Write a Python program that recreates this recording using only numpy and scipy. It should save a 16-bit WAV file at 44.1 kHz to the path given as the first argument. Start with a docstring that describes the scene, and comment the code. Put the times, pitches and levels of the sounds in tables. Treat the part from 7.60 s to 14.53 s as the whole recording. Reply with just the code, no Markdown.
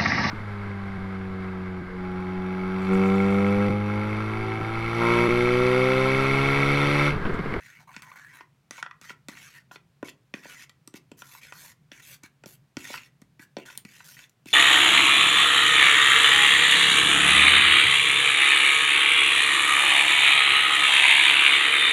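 """A scrape and a soft hiss, then knocks: a fork stirs dry powder in a plastic mixing bowl.
Impacts excite the damped modes of the bowl's bottom and wall, and the tines tick. Stick-slip friction
on the wall makes the scraping, with a snag or squeak now and then, while the many tiny collisions of
powder between the tines add up to a hiss. A small kitchen reverberates briefly over a low, steady hum."""
import sys
import numpy as np
from scipy import signal
from scipy.io import wavfile

SR = 44100
rng = np.random.default_rng(int(sys.argv[2]) if len(sys.argv) > 2 else 0)


def wav_record(signal):
    """Record a signal, one row per channel, as 16-bit PCM in the file named by sys.argv[1]."""
    frames = np.transpose(np.atleast_2d(signal))
    bounded = np.clip(frames, -1, 1)
    # unit amplitude maps onto the largest positive 16-bit level
    quanta = np.round(bounded * 32767).astype(np.int16)
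    wavfile.write(sys.argv[1], SR, quanta)


N = 305613

# blows of the fork on the bowl: start_s, thud_db, thud_hz, knock_db, knock_hz, tick_db
FORK_HITS = [(0.3647, -47.5, 213, -41.5, 2330, -48.5), (0.4213, -60, 200, -53, 2260, -48.5),
             (0.808, -56.5, 395, -44.5, 1340, -92), (1.109, -53, 212, -42.5, 1930, -40.5),
             (1.2273, -51, 630, -31, 1500, -45), (1.2632, -70, 440, -40, 1400, -70),
             (1.3111, -75, 430, -42.5, 1270, -75), (1.4136, -60, 265, -57, 2090, -53),
             (1.5035, -48, 420, -39.5, 1510, -70), (1.685, -40.5, 295, -44.5, 1930, -44),
             (2.1125, -57, 330, -46, 1160, -73), (2.1584, -51, 500, -45.5, 1660, -68),
             (2.428, -31.5, 310, -41, 1140, -49.5), (2.7397, -37, 302, -35.5, 2020, -44),
             (2.855, -45.5, 566, -52, 2070, -69), (3.095, -80, 220, -55, 1920, -54),
             (3.2755, -49.5, 360, -57.5, 1200, -47), (3.3401, -41.5, 272, -53.5, 1640, -52.5),
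             (3.516, -44, 380, -54.5, 2340, -55), (3.6206, -55.5, 514, -43, 1620, -50.5),
             (3.9234, -85, 530, -42.5, 1550, -50.5), (4.3174, -50.5, 320, -45, 2340, -59),
             (4.635, -48.5, 197, -67, 2200, -51.5), (4.837, -50, 600, -51.5, 1630, -56.5),
             (4.8596, -44.5, 332, -58, 2330, -49), (5.1693, -32, 313, -40, 2000, -41.5),
             (5.303, -41.5, 540, -62, 1796, -64), (5.3409, -83.5, 530, -35.5, 1430, -53),
             (5.6174, -49.5, 222.4, -62, 1610, -59), (5.7945, -49, 224, -49.5, 1820, -78),
             (5.968, -32.5, 427, -42, 2310, -52.5), (5.984, -39, 406, -60, 2400, -58),
             (6.1759, -58.5, 239, -60, 2970, -34.5), (6.2506, -43.5, 202, -48, 1960, -50.5),
             (6.695, -88, 300, -80, 2080, -61.5), (6.8579, -44, 226, -56, 2320, -53.5)]
# sweeps of the fork: start_s, length_s, push_share, push_rub_db, push_hiss_db, from_hz, to_hz
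# (the push is the hardest point, 0-1 of the length; the wall resonance glides from_hz to to_hz)
FORK_STROKES = [ (0.0, 0.21, 0.37, -52.5, -60.5, 1720, 1980), (0.194, 0.035, .1, -58.5, -63, 1200, 1110),
                (0.273, 0.035, 1, -51, -78, 1020, 1050), (0.314, 0.084, 1, -54, -62.5, 1600, 1890),
                (0.42, 0.15, 0.32, -52.5, -66, 1690, 1250), (0.558, 0.089, 0.2, -53, -61, 1440, 1610),
                (0.683, 0.15, 0.42, -53.5, -66, 2010, 1500), (1.111, 0.091, 0.98, -50.5, -53, 1870, 2140),
                (1.416, 0.1, 0.8, -51.5, -54.5, 1750, 2070), (1.689, 0.1, 0, -52, -55.5, 1680, 1740),
                (1.763, 0.25, 0.28, -52.5, -53, 2180, 2260), (2.111, 0.045, 0.79, -57.5, -57.5, 1400, 1530),
                (2.441, 0.056, 0.9, -53.5, -53.5, 2470, 2860), (2.743, 0.11, 0, -55, -57.5, 1590, 1770),
                (2.831, 0.11, 0.8, -50, -53, 2340, 2080), (2.929, 0.11, 0.87, -49.5, -52, 1930, 2250),
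                (3.351, 0.022, 0.45, -55.5, -51.5, 1770, 1750), (3.571, .05, 0.65, -65.5, -54, 1860, 1790),
                (3.634, 0.16, 0.69, -60, -53, 1900, 1595), (3.81, 0.1, 0.4, -54.5, -56, 2270, 2080),
                (3.922, 0.2, 0.56, -55.5, -49.5, 1460, 1800),
                (4.314, 0.098, 0.63, -55.5, -59.5, 1930, 2050), (4.418, 0.13, 1, -54.5, -47, 2800, 2270),
                (4.631, 0.0307, 0.2, -52.5, -57, 1970, 1970),
                (4.861, 0.091, 0.22, -64.5, -52.5, 1930, 2480), (5.177, 0.2, 0.7, -45.5, -45.5, 2430, 2430),
                (5.378, 0.1, 0.13, -54.5, -57.5, 2360, 2450), (5.791, 0.049, 0.7, -66, -59, 1660, 1690),
                (5.977, 0.058, 0, -53, -67, 2400, 2400), (6.053, 0.11, 0.13, -53.5, -51, 1660, 1900),
                (6.173, 0.022, 0.6, -59, -59, 2400, 2410), (6.252, 0.18, 0.69, -58.5, -57, 2520, 1740),
                (6.438, 0.12, 0.62, -59.5, -50.5, 1770, 2100), (6.566, 0.089, 0.33, -54.5, -56, 2030, 2400),
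                (6.866, 0.054, 1, -50.5, -51, 3100, 3960)]
# a tine catches in mid-stroke: start_s, level_db, centre_hz
TINE_SNAGS = [(0.34, -48.5, 1660), (0.515, -45.5, 1140), (1.178, -46.5, 2300), (1.183, -45.5, 1080),
              (1.492, -43.5, 2610), (1.769, -47, 1940), (2.481, -45.5, 2700), (3.747, -49.5, 1250),
              (3.848, -57, 2250), (5.249, -46, 1930), (5.348, -43, 1490), (5.376, -41, 2650),
              (6.099, -47, 1870), (6.403, -48, 1590)]
# tines squeak on bare plastic: start_s, length_s, level_db, pitch_hz
TINE_SQUEAKS = [(0.587, 0.11, -50, 1720), (1.941, 0.055, -48.5, 1810), (5.794, 0.068, -52, 1630),
                (6.067, 0.034, -48.5, 1540)]
# modes of the powder-loaded bottom and of the free wall: frequency_hz, relative_db, t60_s
BOTTOM_MODES = [(129, 12, 0.02), (194.4, 8, 0.033), (286.5, 5.5, 0.031), (380, 1.5, 0.043), (597, 6, 0.015),
                (941, 0.5, 0.037)]
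WALL_MODES = [(1001, 4, 0.015), (1230, 4.5, 0.0066), (1400, 2.5, 0.014), (1930, -3, 0.018),
              (2480, 3.5, 0.011), (3490, 3, 0.0071), (4360, -4, 0.017), (5560, 8, 0.0052)]
# spectra of tine tick, rubbing, powder hiss and room hum: frequency_hz, relative_db
TICK_SPECTRUM = [(1500, 13), (3800, 5.5), (7000, 0.5), (16000, -27.5)]
RUB_SPECTRUM = [(70, -12), (240, 13.5), (700, -2.5), (1020, 7), (1170, -7), (1380, 0), (2650, -1),
                (3100, -7.5), (4300, -9), (5000, -19), (6500, -9.5), (16000, -14.5)]
POWDER_SPECTRUM = [(700, -6), (4300, 3), (4900, 1.5), (6300, 5.5), (8500, -4.5), (13000, -4), (16000, -20)]
HUM_SPECTRUM = [(20, -47.5), (55, -12), (90, -13), (125, 2), (155, 1), (185, -7.5), (280, -17.5),
                (600, -23.5), (2300, -28), (16000, -43.5)]
# reverberation time of the kitchen: frequency_hz, t60_s
KITCHEN_DECAY = [(200, 0.44), (3000, 0.18), (14000, 0.14)]

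# a stroke bites in, presses harder up to its push, eases off and lifts away
BITE_S, PRESS_DB_PER_S, EASE_DB_PER_S, LIFT_DB_PER_S = 0.0012, 51, 70, 1050.5
HISS_DB_PER_PRESSURE_DB, FLOW_ONSET_S, FINE_FROM_HZ = 1.36, 0.0041, 6600


def hit(thud_db, thud_hz, knock_db, knock_hz, tick_db, hardening=0.35, cutoff_hz=115, firm_db=-41):
    """Impact excitation: one blow makes the bottom thud, the wall knock and the tines tick."""
    t = np.arange(SR // 5) / SR
    impact = contact(t, chatter=0.1, t60=0.053)
    # the shifting load of powder retunes the bottom from blow to blow
    thud = ring(impact, struck_modes(BOTTOM_MODES, thud_hz, focus_db=10), detune=0.035)
    # a firm blow is one clean contact; a light one grazes and chatters for longer
    graze = np.sqrt(gain_of(firm_db - max(knock_db, tick_db)))
    knock = wall(contact(t, chatter=0.55 * graze ** 2, t60=0.03), knock_hz)
    # bare metal contact, more tick than knock, is also brighter
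    tilt_db_per_octave = hardening * (tick_db - knock_db + 17.5)
    pivot_hz = TICK_SPECTRUM[2][0]
    tilted = [(hz, db + tilt_db_per_octave * np.log2(hz / pivot_hz)) for hz, db in TICK_SPECTRUM]
    # each touch brings out other resonances of the tines
    bands_hz = np.geomspace(1000, 16000, 24)
    tines_db = value_at(tilted, bands_hz) + 3 * rng.standard_normal(len(bands_hz))
    tick = colour(contact(t, chatter=19.0, t60=0.0065 * graze), np.c_[bands_hz, tines_db])
    sound = at_level(thud, thud_db) + at_level(knock, knock_db) + at_level(tick, tick_db)
    radiation = signal.butter(3, cutoff_hz, "high", fs=SR)  # a small bowl radiates no deep bass
    return signal.lfilter(*radiation, sound)


def contact(t, chatter, t60):
    """Contact force: one sharp impulse, then a dying chatter of tines and crushed powder."""
    rattle = rng.standard_normal(len(t)) * gain_of(-60 * t / t60)
    return (t == 0) + chatter * rattle / np.linalg.norm(rattle)


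def struck_modes(modes, centre_hz, focus_db, chance_db=3.0):
    """Modal coupling: the struck spot favours modes near one pitch, and each a little by chance."""
    return [(hz, db - focus_db * abs(np.log2(hz / centre_hz)) + chance_db * rng.normal(), t60)
            for hz, db, t60 in modes]


def ring(drive, modes, detune=0.0055):
    """Modal superposition: damped sines, neighbours opposite in sign, detuned by grip and load."""
    t = np.arange(SR // 8) / SR
    response = np.zeros(len(t))
    for k, (hz, db, t60) in enumerate(modes):
        tuned_hz = hz * rng.normal(1, detune)
        response += (-1) ** k * gain_of(db - 60 * t / t60) * np.sin(2 * np.pi * tuned_hz * t)
    return signal.fftconvolve(drive, response)[:len(drive)]


def wall(drive, centre_hz, focus_db=13, cutoff_hz=650):
    """Radiation efficiency: the free wall rings with the drive but gives off little bass."""
    radiation = signal.butter(2, cutoff_hz, "high", fs=SR)
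    return signal.lfilter(*radiation, ring(drive, struck_modes(WALL_MODES, centre_hz, focus_db)))


def stroke(length_s, push_share, push_rub_db, push_hiss_db, from_hz, to_hz,
           focus_db=13.0, focus_octaves=0.7, brightening=0.93):
    """Stick-slip friction and granular flow: tines rub the wall while powder streams between them."""
    t = np.arange(0, length_s + 40 / LIFT_DB_PER_S, 1 / SR)
    past_push_s = np.minimum(t, length_s) - push_share * length_s
    pressure_db = np.minimum(PRESS_DB_PER_S * past_push_s, -EASE_DB_PER_S * past_push_s)
    touch = np.minimum(t / BITE_S, 1) * gain_of(-LIFT_DB_PER_S * np.maximum(t - length_s, 0))
    wall_hz = np.interp(t, [0, length_s], [from_hz, to_hz])

    def wall_db(hz, time_s):
        """The wall responds most near the resonance under the fork and falls away steeply below it."""
        octaves = np.log2((hz + 1) / np.interp(time_s, t, wall_hz))
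        peak = np.exp(-abs(octaves / focus_octaves) ** 3)
        bass_cut = np.clip(octaves + focus_octaves, -1, 0)
        return value_at(RUB_SPECTRUM, hz) + focus_db * (peak + bass_cut)

    def hiss_db(hz, time_s):
        """Spectral tilt: the hiss is brightest when the fork runs through powder, clear of the wall."""
        tilt_db_per_octave = brightening * (push_hiss_db - push_rub_db)
        octaves_above = np.log2(np.maximum(hz / FINE_FROM_HZ, 1))
        return value_at(POWDER_SPECTRUM, hz) + tilt_db_per_octave * octaves_above

    slips = clicks(len(t), per_s=1500, spread_db=2.5)
    specks = clicks(len(t), per_s=4100, spread_db=3.0)
    rub = swirl(slips, wall_db, patchy_db=4.7)
    powder = swirl(specks, hiss_db, patchy_db=3.8)
    judder_db = 3.0 * waver(len(t), SR // 200)  # the fork's pressure wavers within milliseconds
    rub_db = push_rub_db + pressure_db + judder_db
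    powder_db = push_hiss_db + HISS_DB_PER_PRESSURE_DB * pressure_db + 0.62 * judder_db
    flow = 1 - np.exp(-t / FLOW_ONSET_S)
    return touch * (rub * gain_of(rub_db) + powder * flow * gain_of(powder_db))


def swirl(drive, spectrum_db, patchy_db, size=512):
    """Time-varying filtering: small resonances come and go as the fork travels round the bowl."""
    frames = dict(fs=SR, nperseg=size, noverlap=size * 3 // 4)
    hz, t, spectra = signal.stft(drive, **frames)
    patch = np.outer(np.hanning(6), np.hanning(26))  # frequency bins by time frames
    patches = unit_rms(signal.fftconvolve(rng.standard_normal(spectra.shape), patch, "same"))
    gain = gain_of(spectrum_db(hz[:, None], t) + patchy_db * patches)
    # only the colour changes, the power stays
    gain /= np.sqrt(np.mean(abs(spectra) ** 2, axis=1) @ gain ** 2)
    return unit_rms(signal.istft(spectra * gain, **frames)[1][:len(drive)])


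def snag(level_db, centre_hz, swell_s=0.0023, relative_tick_db=-15):
    """Stick and release: a caught tine breaks free in a few quick slips that rattle the wall."""
    t = np.arange(SR // 10) / SR
    slips = clicks(len(t), per_s=1300, spread_db=3.0) * t * np.exp(-t / swell_s)
    rattle = at_level(wall(slips, centre_hz), level_db)
    tick = at_level(colour(slips, TICK_SPECTRUM), level_db + relative_tick_db)
    return rattle + tick


def squeak(length_s, level_db, pitch_hz, focus_db=22, focus_octaves=0.18):
    """Friction-driven resonance: a brief swell of slips sings in one narrow band of the wall."""
    def wall_db(hz, time_s):
        """One resonance peak stands out of the rubbing."""
        octaves = np.log2((hz + 1) / pitch_hz)
        peak = np.exp(-(octaves / focus_octaves) ** 2)
        bass_cut = np.clip(octaves + 0.5, -1, 0)
        return value_at(RUB_SPECTRUM, hz) + focus_db * (peak + bass_cut)

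    slips = clicks(round(length_s * SR), per_s=520, spread_db=2.5)
    swell = np.sin(np.linspace(0, np.pi, len(slips)))
    return gain_of(level_db) * swell * swirl(slips, wall_db, patchy_db=3.0)


def kitchen(sound, early_db=-12.0, early_t60=0.021, tail_db=-15.0):
    """Reverberation: early reflections off counter and cupboards, then a tail whose treble dies first."""
    hz, t, spectra = signal.stft(rng.standard_normal(SR // 2), SR, nperseg=256)
    band_decay = gain_of(-60 * t / value_at(KITCHEN_DECAY, hz)[:, None])
    tail = signal.istft(spectra * band_decay, SR)[1]
    early_decay = gain_of(-60 * np.arange(len(tail)) / SR / early_t60)
    early = clicks(len(tail), per_s=3500, spread_db=1.0) * early_decay
    echoes = np.zeros(SR)
    add(echoes, 0.002, gain_of(early_db) * early / np.linalg.norm(early))
    add(echoes, 0.008, gain_of(tail_db) * tail / np.linalg.norm(tail))
    response = colour(echoes, [(450, -0.5), (1800, 4.5), (12000, 1.5)])  # lifts the upper midrange
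    return signal.fftconvolve(sound, response)[:N]


def hum(level_db=-64.0, waver_db=2.33, rumble_below_hz=300):
    """Amplitude-modulated noise: the room's appliances hum low, and their rumble wavers."""
    noise = gain_of(level_db) * unit_rms(colour(rng.standard_normal(N), HUM_SPECTRUM))
    rumble = signal.filtfilt(*signal.butter(2, rumble_below_hz, fs=SR), noise)
    return noise + rumble * (gain_of(waver_db * waver(N, SR // 8)) - 1)


def clicks(count, per_s, spread_db):
    """Shot noise: random impulses, most small and a few large."""
    size = gain_of(spread_db * np.minimum(rng.exponential(1, count), 4))
    return unit_rms(size * rng.choice([-1, 1], count) * (rng.random(count) < per_s / SR))


def waver(count, window_samples):
    """A moving average turns white noise into a smooth fluctuation of rms 1."""
    return unit_rms(signal.fftconvolve(rng.standard_normal(count), np.hanning(window_samples), "same"))


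def colour(x, spectrum, size=2048):
    """Minimum-phase filtering imposes a spectrum causally."""
    log_gain = np.log(gain_of(value_at(spectrum, np.fft.rfftfreq(size, 1 / SR))))
    mirrored = np.r_[log_gain, log_gain[-2:0:-1]]
    response = np.fft.ifft(np.exp(np.conj(signal.hilbert(mirrored)))).real
    return signal.fftconvolve(x, response)[:len(x)]


def value_at(table, hz):
    """Interpolation on a log-frequency axis."""
    table_hz, values = np.transpose(table)
    return np.interp(np.log(hz + 1), np.log(table_hz), values)


def at_level(x, level_db):
    """Equal energy: scales a transient to match 10 ms of steady sound at level_db."""
    return gain_of(level_db) * x / np.linalg.norm(x) * np.sqrt(SR / 100)


def unit_rms(x):
    """Normalisation to rms 1."""
    return x / np.sqrt(np.mean(x ** 2) + 1e-20)


def gain_of(db):
    """Decibels to amplitude."""
    return 10 ** (np.asarray(db) / 20)


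def add(mix, start_s, sound):
    """Superposition: a sound joins the mix at start_s."""
    part = mix[max(round(start_s * SR), 0):][:len(sound)]
    part += sound[:len(part)]


def scene():
    """The direct sound of fork and bowl, its reverberation and the hum sum linearly, in mono."""
    fork = np.zeros(N)
    sources = (hit, FORK_HITS), (stroke, FORK_STROKES), (snag, TINE_SNAGS), (squeak, TINE_SQUEAKS)
    for source, events in sources:
        for start_s, *settings in events:
            add(fork, start_s, source(*settings))
    return (fork + kitchen(fork) + hum())[None]


def record(dry, edge_hz=16300):
    """Band limiting: a steep low-pass filter removes the highest treble."""
    lowpass = signal.firwin(255, edge_hz, window=("kaiser", 8), fs=SR)
    return signal.oaconvolve(dry, lowpass[None], "same")


dry = scene()
out = record(dry)
wav_record(out)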